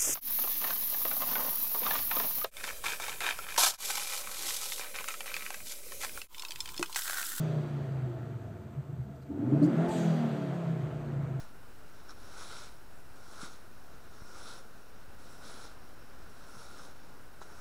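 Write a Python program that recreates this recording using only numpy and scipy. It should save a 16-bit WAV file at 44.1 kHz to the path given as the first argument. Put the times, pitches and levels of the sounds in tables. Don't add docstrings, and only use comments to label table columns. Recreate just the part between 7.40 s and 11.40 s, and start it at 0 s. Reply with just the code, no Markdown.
import sys
import numpy as np
from scipy import signal
from scipy.fft import rfft, irfft
from scipy.io import wavfile
from scipy.ndimage import uniform_filter1d

SR = 44100
rng = np.random.default_rng(int(sys.argv[2]) if len(sys.argv) > 2 else 0)


def gain_from_decibels(decibels):
    exponent = np.asarray(decibels, float) / 20
    return 10 ** exponent


def wrap_up_sound(samples):
    columns = np.atleast_2d(samples).T
    tamed = np.clip(columns, -1, 1)
    steps = np.round(tamed * 32767).astype(np.int16)
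    wavfile.write(sys.argv[1], SR, steps)


N = 176400
T = np.arange(N) / SR


def evened(x):
    return x / np.sqrt(np.mean(x ** 2) + 1e-20)


def control(table, col):
    rows = np.array(table, float)
    return uniform_filter1d(np.interp(T, rows[:, 0], rows[:, col]), size=800)


def resonate(x, hz, width_hz):
    turn = np.exp(2j * np.pi * np.cumsum(hz * np.ones(len(x))) / SR)
    r = np.exp(-np.pi * width_hz / SR)
    return 2 * (turn * signal.lfilter([1 - r], [1, -r], x / turn)).real


def bank(x, peaks, glide=1):
    out = 0
    for hz, width_hz, level_db in peaks:
        once = resonate(x, hz * glide, width_hz)
        out = out + gain_from_decibels(level_db) * evened(resonate(once, hz * glide, width_hz))
    return out


def noise(points, patch_db=0):
    frames, hz = N // 256 + 5, np.fft.rfftfreq(1024, 1 / SR)
    real, imag, patch = rng.standard_normal((frames, 513, 3)).T
    patch = uniform_filter1d(patch, size=10, axis=0)
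    patch = evened(uniform_filter1d(patch, size=12, axis=1))
    point_hz, point_db = np.transpose(points)
    level_db = np.interp(np.log(hz + 1), np.log(point_hz + 1), point_db, -90, -90)
    z = (real + 1j * imag) * gain_from_decibels(level_db[:, None] + patch_db * patch)
    return evened(signal.istft(z, nperseg=1024, noverlap=768)[1][:N])


def bump(start_s, length_s, skew=1):
    return np.sin(np.pi * np.clip((T - start_s) / length_s, 0, 1) ** skew) ** 2


def drift(hz, count):
    b, a = signal.butter(2, hz, fs=SR / 200)
    return evened(signal.lfilter(b, a, rng.standard_normal(count)))


# centre_hz, width_hz, level_db
CABIN_MODES = [(80, 16, -10.5), (135.7, 49.4, 1), (162.9, 9.8, 2), (207.1, 7.1, -8), (230.7, 15.3, 1),
               (255.7, 6.1, -1.5), (290, 22, -2.5), (347.6, 20.4, 3), (410.4, 52, -6.5), (533, 73, -12),
               (635, 64, -8), (699, 30, -16), (792, 44, -15.5), (877, 34, -6), (1400, 250, -21)]


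def cabin_gain(hz):
    power = 0
    for centre_hz, width_hz, level_db in CABIN_MODES:
        power = power + gain_from_decibels(level_db) ** 2 / (1 + (2 * (hz - centre_hz) / width_hz) ** 2) ** 1.895
    return np.sqrt(power)


# time_s, level_db
FIRING = [(0.0, -32), (0.17, -29.5), (0.3, -40), (0.6, -36), (0.85, -41), (1.1, -40.5), (1.6, -49),
          (1.86, -50.5), (2.0, -39.5), (2.14, -32.5), (2.25, -30.5), (2.4, -27), (2.5, -28), (2.68, -26),
          (2.9, -32.5), (3.3, -36), (3.5, -38), (4.0, -38.5)]
# cycle_rate_multiple, coasting_db, pulling_db
ORDERS = [(2, -25, -31), (3, -18, -22), (4, 1, -3), (5, 6, 8), (6, -4, -2), (7, -18, -10), (8, -6, -7),
          (9, -19, -1), (10, -10, -3), (11, -15, -3), (12, -9, -8), (13, -13, -9), (14, -9, -8),
          (15, -12, -7), (16, -13, -6), (17, -14, -10), (18, -6, -12), (19, -15, -12), (20, -9, -10)]
# cycle_rate_multiple, start_s, length_s, lift_db
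ORDER_SWELLS = [(4, -.1, .45, -4), (6, .3, 1, -9), (4, .45, .7, -4), (13, .12, .25, 6), (16, .7, .4, 5),
                (14, .6, .25, 5), (4, 2.33, .16, 7), (5, 2.33, .26, -8), (6, 2.1, .35, 4),
                (10, 2.33, .16, 5), (15, 2.1, .2, 4), (20, 2.33, .2, 6), (14, 2.48, .14, 5),
                (6, 2.68, .4, 7), (18, 2.76, .38, 7), (20, 2.7, .25, 5), (14, 2.7, .55, 5),
                (11, 2.95, .5, 5), (8, 2.8, .35, 4), (8, 3.15, .4, -7), (7, 3.15, .4, -5),
                (10, 2.55, .35, -4)]
WOBBLE_HZ, WOBBLE_DB, WOBBLE_DB_PER_ORDER = 7, 1, .07
ROUGH_HZ, ROUGH_DB_PER_ORDER = 30, .22
UPPER_ORDER, UPPER_DB_PER_OCT, UPPER_REF_HZ = 8, 7, 33


def orders(speed_hz, throttle):
    cycles, out = np.cumsum(speed_hz) / SR, np.zeros(N)
    step = slice(None, None, 200)
    t, speed, pull = T[step], speed_hz[step], throttle[step]
    for multiple, coasting_db, pulling_db in ORDERS:
        k, phase = round(multiple), rng.random()
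        level_db = coasting_db + (pulling_db - coasting_db) * pull
        level_db += (WOBBLE_DB + WOBBLE_DB_PER_ORDER * k) * drift(WOBBLE_HZ, len(t))
        level_db += ROUGH_DB_PER_ORDER * k * pull * drift(ROUGH_HZ, len(t))
        if k > UPPER_ORDER:
            level_db += UPPER_DB_PER_OCT * np.log2(speed / UPPER_REF_HZ) * (1 - pull)
        for order, start_s, length_s, lift_db in ORDER_SWELLS:
            if order == k:
                level_db += lift_db * np.sqrt(bump(start_s, length_s)[step])
        gain = np.interp(T, t, gain_from_decibels(level_db) * cabin_gain(k * speed))
        out += gain * np.cos(2 * np.pi * (k * cycles + phase))
    return gain_from_decibels(control(FIRING, col=1)) * out


# centre_hz, width_hz, level_db
BODY_PANELS = [(136.7, 24.7, 6.5), (212, 21, -1), (290, 58, -1.5), (366.4, 51, -3), (456, 61, -6.5),
               (655.3, 77, -4.5), (872.3, 42, -14.5), (1335, 266, -13.5)]
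# freq_hz, density_db
CLATTER_SPECTRUM = [(250, -43.5), (350, -1.5), (560, -6.5), (660, 1), (800, -11), (1400, -11.5),
                    (4500, -33.5), (15400, -46)]
# centre_hz, width_hz, level_db
INTAKE_MODES = [(232, 51, 3), (290, 20, 7.5), (377, 30, -5), (540, 67, -10.5), (647, 120, -11),
                (874, 52, -16.5)]
REF_HZ = 32.56
DRONE_DB, DRONE_DB_PER_OCT = -48.5, 7
CLATTER_DB, CLATTER_DB_PER_OCT, CLATTER_PULL_DB = -47, 15, 1
CLATTER_PATCH_DB, FIRING_DEPTH = 1.2, .3
INTAKE_DB, IDLE_THROTTLE = -39, .5


def engine_noise(speed_hz, throttle):
    octaves = np.log2(speed_hz / REF_HZ)
    firing = np.cos(2 * np.pi * 5 * np.cumsum(speed_hz) / SR)
    drone = gain_from_decibels(DRONE_DB + DRONE_DB_PER_OCT * octaves) * bank(rng.standard_normal(N), BODY_PANELS)
    clatter = noise(CLATTER_SPECTRUM, CLATTER_PATCH_DB) * (1 + FIRING_DEPTH * firing)
    clatter *= gain_from_decibels(CLATTER_DB + CLATTER_DB_PER_OCT * octaves + CLATTER_PULL_DB * throttle)
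    opening = np.clip(throttle - IDLE_THROTTLE - 1e-3, 0, 1) * 2
    roar = gain_from_decibels(INTAKE_DB) * opening ** 1.22 * bank(rng.standard_normal(N), INTAKE_MODES)
    return drone + clatter + roar


# start_s, level_db
VENT_EVENTS = [
    (-.2, -61.5),
    (2.48, -58),
]
# centre_hz, width_hz, level_db
JET_MODES = [(8000, 2500, 2.5), (13800, 3500, -7.5)]
# freq_hz, density_db
DUCT_SPECTRUM = [(1500, -3), (2600, 9), (3250, 12), (4200, 7.5), (4700, 4.5), (5400, -1), (8500, -8.5),
                 (15400, -8)]
# centre_hz, width_hz, level_db
DUCT_MODES = [(3300, 220, -3.5), (4680, 110, -8), (5950, 500, -10), (13000, 4500, -12)]
VENT_RISE_S, VENT_HOLD_S, VENT_DB_PER_S = 0.036, 0.097, 78.5
VENT_SAG, VENT_SAG_S = .25, .12
DUCT_DB, DUCT_LINGER, RING_LINGER = 2.5, 0.25, .4


def dump_valve():
    out = np.zeros(N)
    for start_s, level_db in VENT_EVENTS:
        t = np.maximum(T - start_s, 0)
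        rise = np.minimum(t / VENT_RISE_S, 1)
        fall_db = -VENT_DB_PER_S * np.maximum(t - VENT_RISE_S - VENT_HOLD_S, 0)
        sag = 1 - VENT_SAG * (1 - np.exp(-(t / VENT_SAG_S) ** 2))
        jet = gain_from_decibels(fall_db) * sum(bank(rng.standard_normal(N), [mode], sag) for mode in JET_MODES)
        hiss = gain_from_decibels(DUCT_DB + DUCT_LINGER * fall_db) * noise(DUCT_SPECTRUM, 1)
        ring = gain_from_decibels(RING_LINGER * fall_db) * bank(rng.standard_normal(N), DUCT_MODES)
        out += gain_from_decibels(level_db) * rise * (jet + hiss + ring)
    return out


# freq_hz, density_db
HISS_SPECTRUM = [(1000, 7), (1600, 3), (2500, -3), (4400, -8), (7200, -9), (10000, -14), (15400, 0)]
HISS_DB, RUMBLE_DB = -67.5, -79.5


def floor():
    rumble = evened(resonate(rng.standard_normal(N), 36, 40))
    return gain_from_decibels(HISS_DB) * noise(HISS_SPECTRUM, 0.7) + gain_from_decibels(RUMBLE_DB) * rumble


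# start_s, level_db, pitch_hz, length_s
THUMPS = [(.4, -38.5, 154, 0.055), (0.921, -41, 130, 0.1), (.55, -49, 84, 0.068), (0.769, -52, 80, 0.032),
          (1.22, -45.5, 130, 0.091), (1.358, -33.5, 141.5, 0.074), (1.485, -36.5, 132, 0.039),
          (1.523, -35, 139, 0.036), (1.574, -32.5, 130, 0.089), (1.63, -46, 212, 0.13),
          (1.886, -40, 262.5, 0.047), (1.976, -34, 268, 0.037), (2.012, -31, 290, .04),
          (2.047, -32.5, 255.4, 0.041), (2.079, -36.5, 374.8, 0.066), (2.158, -31, 238.6, 0.055),
          (2.113, -21, 286, 0.054), (2.204, -20, 277.5, 0.092), (2.345, -32, 345, 0.043),
          (2.138, -40.5, 631, .05), (2.213, -39.5, 586, .05), (2.411, -41, 672, .09),
          (2.521, -36.5, 670, 0.031), (2.49, -40.5, 876, 0.098), (0.1, -46, 672, 0.11),
          (0.191, -46.5, 350.5, 0.17), (2.482, -44, 85, 0.035), (1.9, -46, 75, .07),
          (2.46, -32.5, 345, 0.12), (3.415, -28.5, 130, 0.061), (3.759, -34, 143.3, 0.072),
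          (3.95, -37, 132.6, 0.045)]
# start_s, length_s, level_db
GRUMBLES = [
    (0.21, 0.94, -55),
    (1.29, 0.55, -53),
    (2.46, .08, -67),
    (3.34, 0.67, -53),
]
# centre_hz, width_hz, level_db
PIPE_MODES = [(49.4, 4.2, -12), (80, 30, 2), (130, 64, 4.5)]
ATTACK_SKEW = .7


def burbles(speed_hz):
    cycles, thumps, grumble = np.cumsum(speed_hz) / SR, np.zeros(N), np.zeros(N)
    for start_s, level_db, pitch_hz, length_s in THUMPS:
        multiple = pitch_hz / speed_hz[int(start_s * SR)]
        tone = np.sin(2 * np.pi * multiple * cycles)
        thumps += gain_from_decibels(level_db) * bump(start_s, length_s, ATTACK_SKEW) * tone
    for start_s, length_s, level_db in GRUMBLES:
        grumble += gain_from_decibels(level_db) * bump(start_s, length_s) ** 0.13
    return np.sqrt(2) * thumps + grumble * bank(rng.standard_normal(N), PIPE_MODES)


# start_s, length_s, level_db
SCRAPES = [
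    (1.752, .02, -71),
    (1.817, 0.022, -70),
    (2.217, 0.06, -58.5),
    (2.479, 0.024, -55),
    (3.138, 0.023, -67),
]
# freq_hz, density_db
SCRAPE_SPECTRUM = [(3000, -14), (4500, 8.5), (6000, 4), (8500, -4), (10000, 3.5), (13000, -3.5),
                   (15200, -0.5)]
# start_s, length_s, level_db, start_hz, end_hz
HINGE_SQUEAKS = [(1.81, .016, -71, 4930, 4500), (1.823, 0.022, -67, 4200, 3960),
                 (2.22, 0.022, -55, 3890, 4660), (2.233, 0.018, -56.5, 4450, 4930),
                 (2.222, .014, -61, 8000, 8640), (2.229, .012, -63, 8500, 8200),
                 (2.236, .017, -55, 7140, 7100), (2.234, 0.012, -63, 12850, 12700),
                 (2.242, .015, -67, 12400, 12200), (2.249, 0.009, -61, 6400, 5800),
                 (2.261, 0.012, -62, 7800, 8100), (2.279, 0.012, -61, 4800, 4660),
                 (2.289, 0.015, -63, 4750, 4660)]


def pedal():
    scrape = np.zeros(N)
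    for start_s, length_s, level_db in SCRAPES:
        scrape += gain_from_decibels(level_db) * np.sqrt(bump(start_s, length_s))
    out = scrape * noise(SCRAPE_SPECTRUM)
    for start_s, length_s, level_db, start_hz, end_hz in HINGE_SQUEAKS:
        hz = start_hz + (end_hz - start_hz) * np.clip((T - start_s) / length_s, 0, 1)
        tone = np.cos(2 * np.pi * np.cumsum(hz) / SR)
        flutter = 1 + .3 * evened(uniform_filter1d(rng.standard_normal(N), size=60))
        out += 0.87 * gain_from_decibels(level_db) * bump(start_s, length_s) * tone * flutter
    return out


# time_s, cycle_rate_hz
ENGINE_SPEED = [(0, 31.8), (.28, 29.4), (.6, 26.1), (.9, 22.9), (1.26, 19.5), (1.63, 16.3), (1.86, 15.1),
                (1.92, 16.6), (2.02, 22), (2.14, 27.6), (2.25, 33.2), (2.36, 39.4), (2.43, 42.2),
                (2.5, 43.4), (2.66, 41.6), (2.99, 36.3), (3.4, 31.6), (4, 26)]
# time_s, opening_0_to_1
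THROTTLE_OPENING = [
    (0, 0),
    (1.64, 0),
    (1.68, .5),
    (1.885, .5),
    (1.91, .7),
    (2.15, 1),
    (2.3, .9),
    (2.45, .6),
    (2.55, 0),
    (4, 0),
]


def scene():
    speed_hz = control(ENGINE_SPEED, col=1)
    throttle = np.clip(control(THROTTLE_OPENING, col=1), 0, 1)
    engine = orders(speed_hz, throttle) + engine_noise(speed_hz, throttle)
    mix = engine + dump_valve() + floor() + burbles(speed_hz) + pedal()
    return mix[None]


# freq_hz, gain_db
MIC_RESPONSE = [(20, 4.5), (70, -2), (4750, 0.5), (5050, -3.5), (5700, -0.5), (8500, 2.5), (9900, -6),
                (12500, -4), (22050, -20)]


def microphone(x):
    freq_hz, gain_db = np.transpose(MIC_RESPONSE)
    log_hz = np.log(np.fft.rfftfreq(N, 1 / SR) + 1)
    return irfft(rfft(x) * gain_from_decibels(np.interp(log_hz, np.log(freq_hz), gain_db)), N)


def band_limit(x):
    return signal.sosfilt(signal.butter(12, 15200, fs=SR, output="sos"), x)


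def record(dry):
    mix = microphone(dry)
    return band_limit(mix)


dry = scene()
out = record(dry)
wrap_up_sound(out)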